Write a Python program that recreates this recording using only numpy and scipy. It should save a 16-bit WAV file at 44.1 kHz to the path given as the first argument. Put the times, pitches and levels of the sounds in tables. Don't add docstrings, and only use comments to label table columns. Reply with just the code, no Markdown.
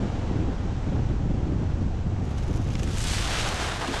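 import sys
import numpy as np
from scipy import signal
from scipy.fft import rfft, irfft
from scipy.io import wavfile
from scipy.ndimage import uniform_filter1d

SR = 44100
rng = np.random.default_rng(int(sys.argv[2]) if len(sys.argv) > 2 else 0)


def to_wav(s):
    ch = np.atleast_2d(s).T
    pcm = np.round(np.clip(ch, -1, 1) * 32767)
    wavfile.write(sys.argv[1], SR, pcm.astype(np.int16))


N = 176400
TIME = np.arange(N) / SR
BIN_HZ = np.maximum(np.arange(N // 2 + 1) * SR / N, 1)


def from_db(db):
    return 10 ** (np.asarray(db) / 20)


def unit_power(x):
    return x / np.sqrt(np.mean(x ** 2) + 1e-20)


def level(rows):
    return from_db(np.interp(TIME, *np.transpose(rows)))


def response(rows):
    hz, db = np.transpose(rows)
    return from_db(np.interp(np.log(BIN_HZ), np.log(hz), db))


def drift(corner_hz):
    hop, settle = 40, 2000
    pole = np.exp(-2 * np.pi * corner_hz * hop / SR)
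    white = rng.standard_normal(N // hop + settle + 2)
    slow = signal.lfilter([1], [1, -2 * pole, pole * pole], white)[settle:]
    return np.interp(np.arange(N) / hop, np.arange(len(slow)), unit_power(slow))


def colour(x, spectrum):
    low_hz, high_hz = spectrum[0][0], spectrum[-1][0]
    skirts = np.minimum(BIN_HZ / low_hz, 1) ** 2 * np.minimum(high_hz / BIN_HZ, 1) ** 2
    return unit_power(irfft(rfft(x) * skirts * response(spectrum), N))


def noise(spectrum):
    return colour(rng.standard_normal(N), spectrum)


def evened(x, window_s):
    size = int(window_s * SR)
    power = uniform_filter1d(uniform_filter1d(x ** 2, size), size // 4)
    return unit_power(x / np.sqrt(power + 0.061))


def impacts(per_s, spread_db):
    chance = np.clip(per_s / SR, 1e-4, 1)
    sizes = from_db(spread_db * np.minimum(rng.exponential(1, N), 4)) * rng.choice([-1, 1], N)
    return unit_power(sizes * (rng.random(N) < chance) / np.sqrt(chance))


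def wind(flutter_db=3.0, rush_flutter_db=0.4):
    # time in seconds, relative level in dB.
    rumble_levels = [(0, -29.5), (.21, -30), (.32, -26.8), (.48, -26.3), (.56, -30.5), (.65, -28),
                     (.85, -29), (.97, -25.7), (1.15, -26.2), (1.45, -27), (1.84, -25.7), (1.94, -28),
                     (2.1, -27), (2.28, -30), (2.4, -27), (2.6, -27.3), (2.9, -27.5), (3.15, -27),
                     (3.36, -30.5), (3.44, -29.5), (3.57, -33), (3.68, -31.5), (3.73, -36), (3.79, -34),
                     (3.85, -39), (3.93, -33), (4, -34)]
    gust_levels = [(0, -27.5), (.055, -24), (.09, -35.5), (.27, -32.5), (.315, -28.5), (.5, -28.5),
                   (.555, -36.5), (.66, -31), (.85, -39), (.88, -29), (1.0, -26.5), (1.05, -36),
                   (1.12, -27), (1.17, -37), (1.28, -26.5), (1.43, -31), (1.49, -28.5), (1.59, -29.5),
                   (1.72, -36.5), (1.81, -29), (1.87, -31.5), (1.91, -38), (1.98, -37), (2.03, -36),
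                   (2.06, -28), (2.11, -34), (2.19, -34), (2.225, -29.5), (2.28, -34), (2.46, -38),
                   (2.505, -28.5), (2.6, -33.5), (2.7, -32), (2.9, -33), (3.2, -39.5), (3.6, -38), (4, -43)]
    flow_levels = [(0, -41), (.2, -42), (.35, -43), (.6, -44), (.98, -44), (1.22, -46.5), (1.45, -46),
                   (1.7, -46), (2.1, -47), (2.6, -45.5), (4, -54)]
    # frequency in Hz, relative level in dB.
    rumble_spectrum = [(20, -1), (35, 0), (55, -0.5), (85, -1), (120, -3.5), (160, -14.5), (240, -22.5),
                       (500, -38)]
    gust_spectrum = [(70, -12), (140, 1.5), (200, -0.5), (260, -4.5), (320, -6), (430, -13.5), (600, -21),
                     (1000, -39), (2000, -45)]
    flow_spectrum = [(200, 0), (450, 3.5), (600, 0), (760, 2.5), (1000, -3.5), (1550, -8), (2000, -12),
                     (3000, -14.5), (4750, -21), (7500, -28), (9000, -36.5), (10500, -44), (12000, -55)]
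    hiss_spectrum = [(4200, -13), (5700, 3), (7000, -1), (7900, -4.5), (9000, -32), (10500, -20),
                     (12200, -47.5)]
    eddies, flow = drift(corner_hz=39), level(flow_levels)
    rumble = evened(noise(rumble_spectrum), window_s=0.055) * level(rumble_levels)
    flutter = noise(gust_spectrum) * from_db(flutter_db * eddies)
    buffet = evened(flutter, window_s=0.061) * level(gust_levels)
    rush = noise(flow_spectrum) * from_db(rush_flutter_db * eddies) * flow
    hiss = noise(hiss_spectrum) * (flow / flow.mean()) ** 0.35
    return from_db(0.8) * rumble + from_db(-0.84) * buffet + from_db(3.5) * rush + from_db(-63.5) * hiss


def eddy_thumps(nominal_hz=247, pitch_spread=0.26, rise_s=0.0028, trim_db=-2.5):
    # start in seconds, relative level in dB.
    thumps = [(0.31, -18), (0.424, -23), (0.484, -20), (0.869, -19.5), (1.467, -18.5), (1.522, -19),
              (1.814, -14.5), (1.861, -17), (2.224, -22), (2.504, -20.5), (2.595, -20), (2.865, -24)]
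    out = np.zeros(N)
    for (start, db), detune in zip(thumps, rng.uniform(-1.48, 1, len(thumps))):
        age = np.maximum(TIME - start, 0)
        swell = age / rise_s * np.exp(1 - np.minimum(age / rise_s, 60))
        hz = nominal_hz * (1 + pitch_spread * detune)
        out += from_db(db + trim_db) * swell * np.sin(2 * np.pi * hz * age)
    return out


def grass_brush(peak_blades_per_s=11000, blade_share=0.54, clump_db=1.36, trim_db=-0.5):
    # time in seconds, relative level in dB.
    brush_levels = [(2.05, -85.5), (2.25, -59.5), (2.34, -66.5), (2.38, -57.5), (2.44, -58.5), (2.56, -63),
                    (2.72, -52), (2.9, -46.5), (2.97, -43.5), (3.06, -36), (3.14, -31), (3.27, -35),
                    (3.35, -32), (3.42, -31), (3.52, -37.5), (3.57, -38), (3.63, -33.5), (3.7, -40.5),
                    (3.85, -46.5), (3.93, -37), (4, -42.5)]
    # frequency in Hz, relative level in dB.
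    brush_spectrum = [(400, 0), (1400, 1.5), (2300, 2.5), (3100, 4), (4800, -0.5), (6500, -2), (7600, -6.5),
                      (8300, -4.5), (9200, -12.5), (11000, -16), (12500, -24.5), (14500, -38)]
    depth = level(brush_levels)
    hits = impacts(peak_blades_per_s * np.sqrt(depth / depth.max()), spread_db=4.5)
    contact = np.sqrt(blade_share) * hits + np.sqrt(1 - blade_share) * rng.standard_normal(N)
    clumps = from_db(trim_db + clump_db * drift(corner_hz=48))
    return colour(contact, brush_spectrum) * depth * clumps


def blade_crackle(decay_s=0.0022):
    # time in seconds, level in dB.
    crackle_levels = [(2.15, -86), (2.27, -65), (2.38, -54.5), (2.55, -58), (2.72, -51), (2.95, -50),
                      (3.2, -70)]
    # frequency in Hz, relative level in dB.
    crackle_spectrum = [(1500, -3), (2700, 3.5), (4200, -4), (6500, 2), (8500, -14.5), (11000, -11),
                        (14000, -31)]
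    touches = np.abs(impacts(per_s=190, spread_db=0)) + 1e-18
    decays = signal.lfilter([1], [1, -np.exp(-1 / (decay_s * SR))], touches)
    return colour(decays * rng.standard_normal(N), crackle_spectrum) * level(crackle_levels)


def turf_slide(tuft_db=1.55, trim_db=-2.5):
    # time in seconds, relative level in dB.
    slide_levels = [(2.15, -87), (2.28, -48.5), (2.7, -54.5), (2.98, -38.5), (3.12, -42), (3.25, -31.5),
                    (3.33, -29.5), (3.42, -30), (3.49, -30.5), (3.55, -32), (3.63, -29), (3.72, -31),
                    (3.84, -31), (3.89, -30.5), (3.95, -31), (4, -30)]
    # frequency in Hz, relative level in dB.
    slide_spectrum = [(150, -13.5), (260, -5.5), (380, 1), (520, -0.5), (680, 3), (810, 1.5), (930, 1),
                      (1550, 0), (2300, -5.5), (3700, -7), (4500, -11), (8000, -17), (11000, -27),
                      (14500, -47.5)]
    scrape = colour(impacts(per_s=9000, spread_db=3.5), slide_spectrum)
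    tufts = from_db(trim_db + tuft_db * drift(corner_hz=23))
    return scrape * level(slide_levels) * tufts


def stalk_flicks(attack_s=0.0014, band_ratio=2.9):
    # time of the peak in seconds, level in dB, decay in seconds, nominal band centre in Hz.
    flicks = [(2.253, -51, .003, 7000), (2.383, -44, 0.009, 3500), (2.481, -49, 0.0074, 5000),
              (2.53, -45, 0.0029, 4500), (2.549, -53, 0.0016, 5000), (2.562, -40, 0.0016, 5500),
              (2.571, -44, 0.0044, 4500), (2.7542, -30.5, 0.0024, 2080), (2.7965, -35.5, .005, 2410),
              (2.832, -35, 0.0057, 4800), (2.8405, -41, 0.0017, 4000), (2.875, -36, 0.0035, 2200),
              (2.984, -28.5, 0.0019, 8000), (3.006, -30, 0.0016, 4500), (3.041, -26, 0.002, 8500),
              (3.084, -28, 0.0022, 7000), (3.4898, -31, 0.0012, 19000), (3.544, -29, 0.0017, 6000),
              (3.879, -30.5, 0.0022, 4500)]
    # frequency in Hz, relative level in dB.
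    scratch_spectrum = [(500, -5), (1500, 5.5), (2150, 8.5), (2900, 5), (4200, -1.5), (7300, 3), (8800, -5),
                        (11500, -11), (14500, -30)]
    scratch, out = noise(scratch_spectrum), np.zeros(N)
    for peak, db, decay, hz in flicks:
        edges_hz = [hz / band_ratio, min(hz * band_ratio, SR / 2.3)]
        band = signal.butter(2, edges_hz, "band", fs=SR, output="sos")
        age = TIME - peak
        envelope = np.clip(age / attack_s + 1, 0, 1) * np.exp(-np.clip(age / decay, 0, 20))
        out += unit_power(signal.sosfilt(band, scratch)) * from_db(db) * envelope
    return out


def grass_swishes():
    # time of the peak in seconds, level in dB, half length in seconds.
    sweeps = [(3.1, -37, 0.15), (3.38, -50, 0.036)]
    # frequency in Hz, relative level in dB.
    swish_spectrum = [(3500, -2), (5500, -1), (8200, -1.5), (9300, -7), (11000, -11.5), (12500, -20),
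                      (14500, -35)]
    swell = sum(from_db(db) * np.exp(-((TIME - peak) / half) ** 2) for peak, db, half in sweeps)
    return colour(impacts(per_s=7000, spread_db=6.0), swish_spectrum) * swell


def tuft_rub(peak_s=3.838, half_width_s=0.019, peak_db=-31.5):
    # frequency in Hz, relative level in dB.
    rub_spectrum = [(450, -3), (850, 0), (1100, 3), (1450, -0.5), (2000, -23)]
    return noise(rub_spectrum) * from_db(peak_db) / (1 + ((TIME - peak_s) / half_width_s) ** 4)


def hull_bumps(contact_s=0.0036):
    # start in seconds, relative level in dB.
    blows = [(3.884, -20), (3.909, -22.5)]
    # frequency in Hz, relative level in dB, seconds to fall by 60 dB.
    hull_modes = [(267, 3.5, 0.069), (332, 0.5, 0.058), (440, -6.5, 0.094)]
    out = np.zeros(N)
    for start, db in blows:
        age = np.maximum(TIME - start, 0)
        onset = 1 - np.exp(-age / contact_s)
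        for hz, mode_db, t60 in hull_modes:
            ring = from_db(db + mode_db - 60 * np.minimum(age / t60, 2))
            out += onset * ring * np.sin(2 * np.pi * hz * age)
    return out


def scene():
    # frequency in Hz, gain in dB.
    stereo_width = [(100, -76), (600, -56.5), (1300, -47.5), (2500, -39.5), (4500, -29.5), (8000, -33.5),
                    (12000, -32)]
    centre = (wind() + eddy_thumps() + grass_brush() + blade_crackle() + grass_swishes()
              + turf_slide() + stalk_flicks() + tuft_rub() + hull_bumps())
    uncorrelated = wind() + grass_brush() + grass_swishes() + turf_slide()
    side = irfft(rfft(uncorrelated) * response(stereo_width), N)
    return np.array([centre + side, centre - side])


def record(dry):
    fade_s, cutoff_hz = 0.003, 14800
    lowpass = signal.ellip(10, 0.1, 80, cutoff_hz, fs=SR, output="sos")
    return signal.sosfilt(lowpass, dry * np.minimum(TIME / fade_s, 1))


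dry = scene()
out = record(dry)
to_wav(out)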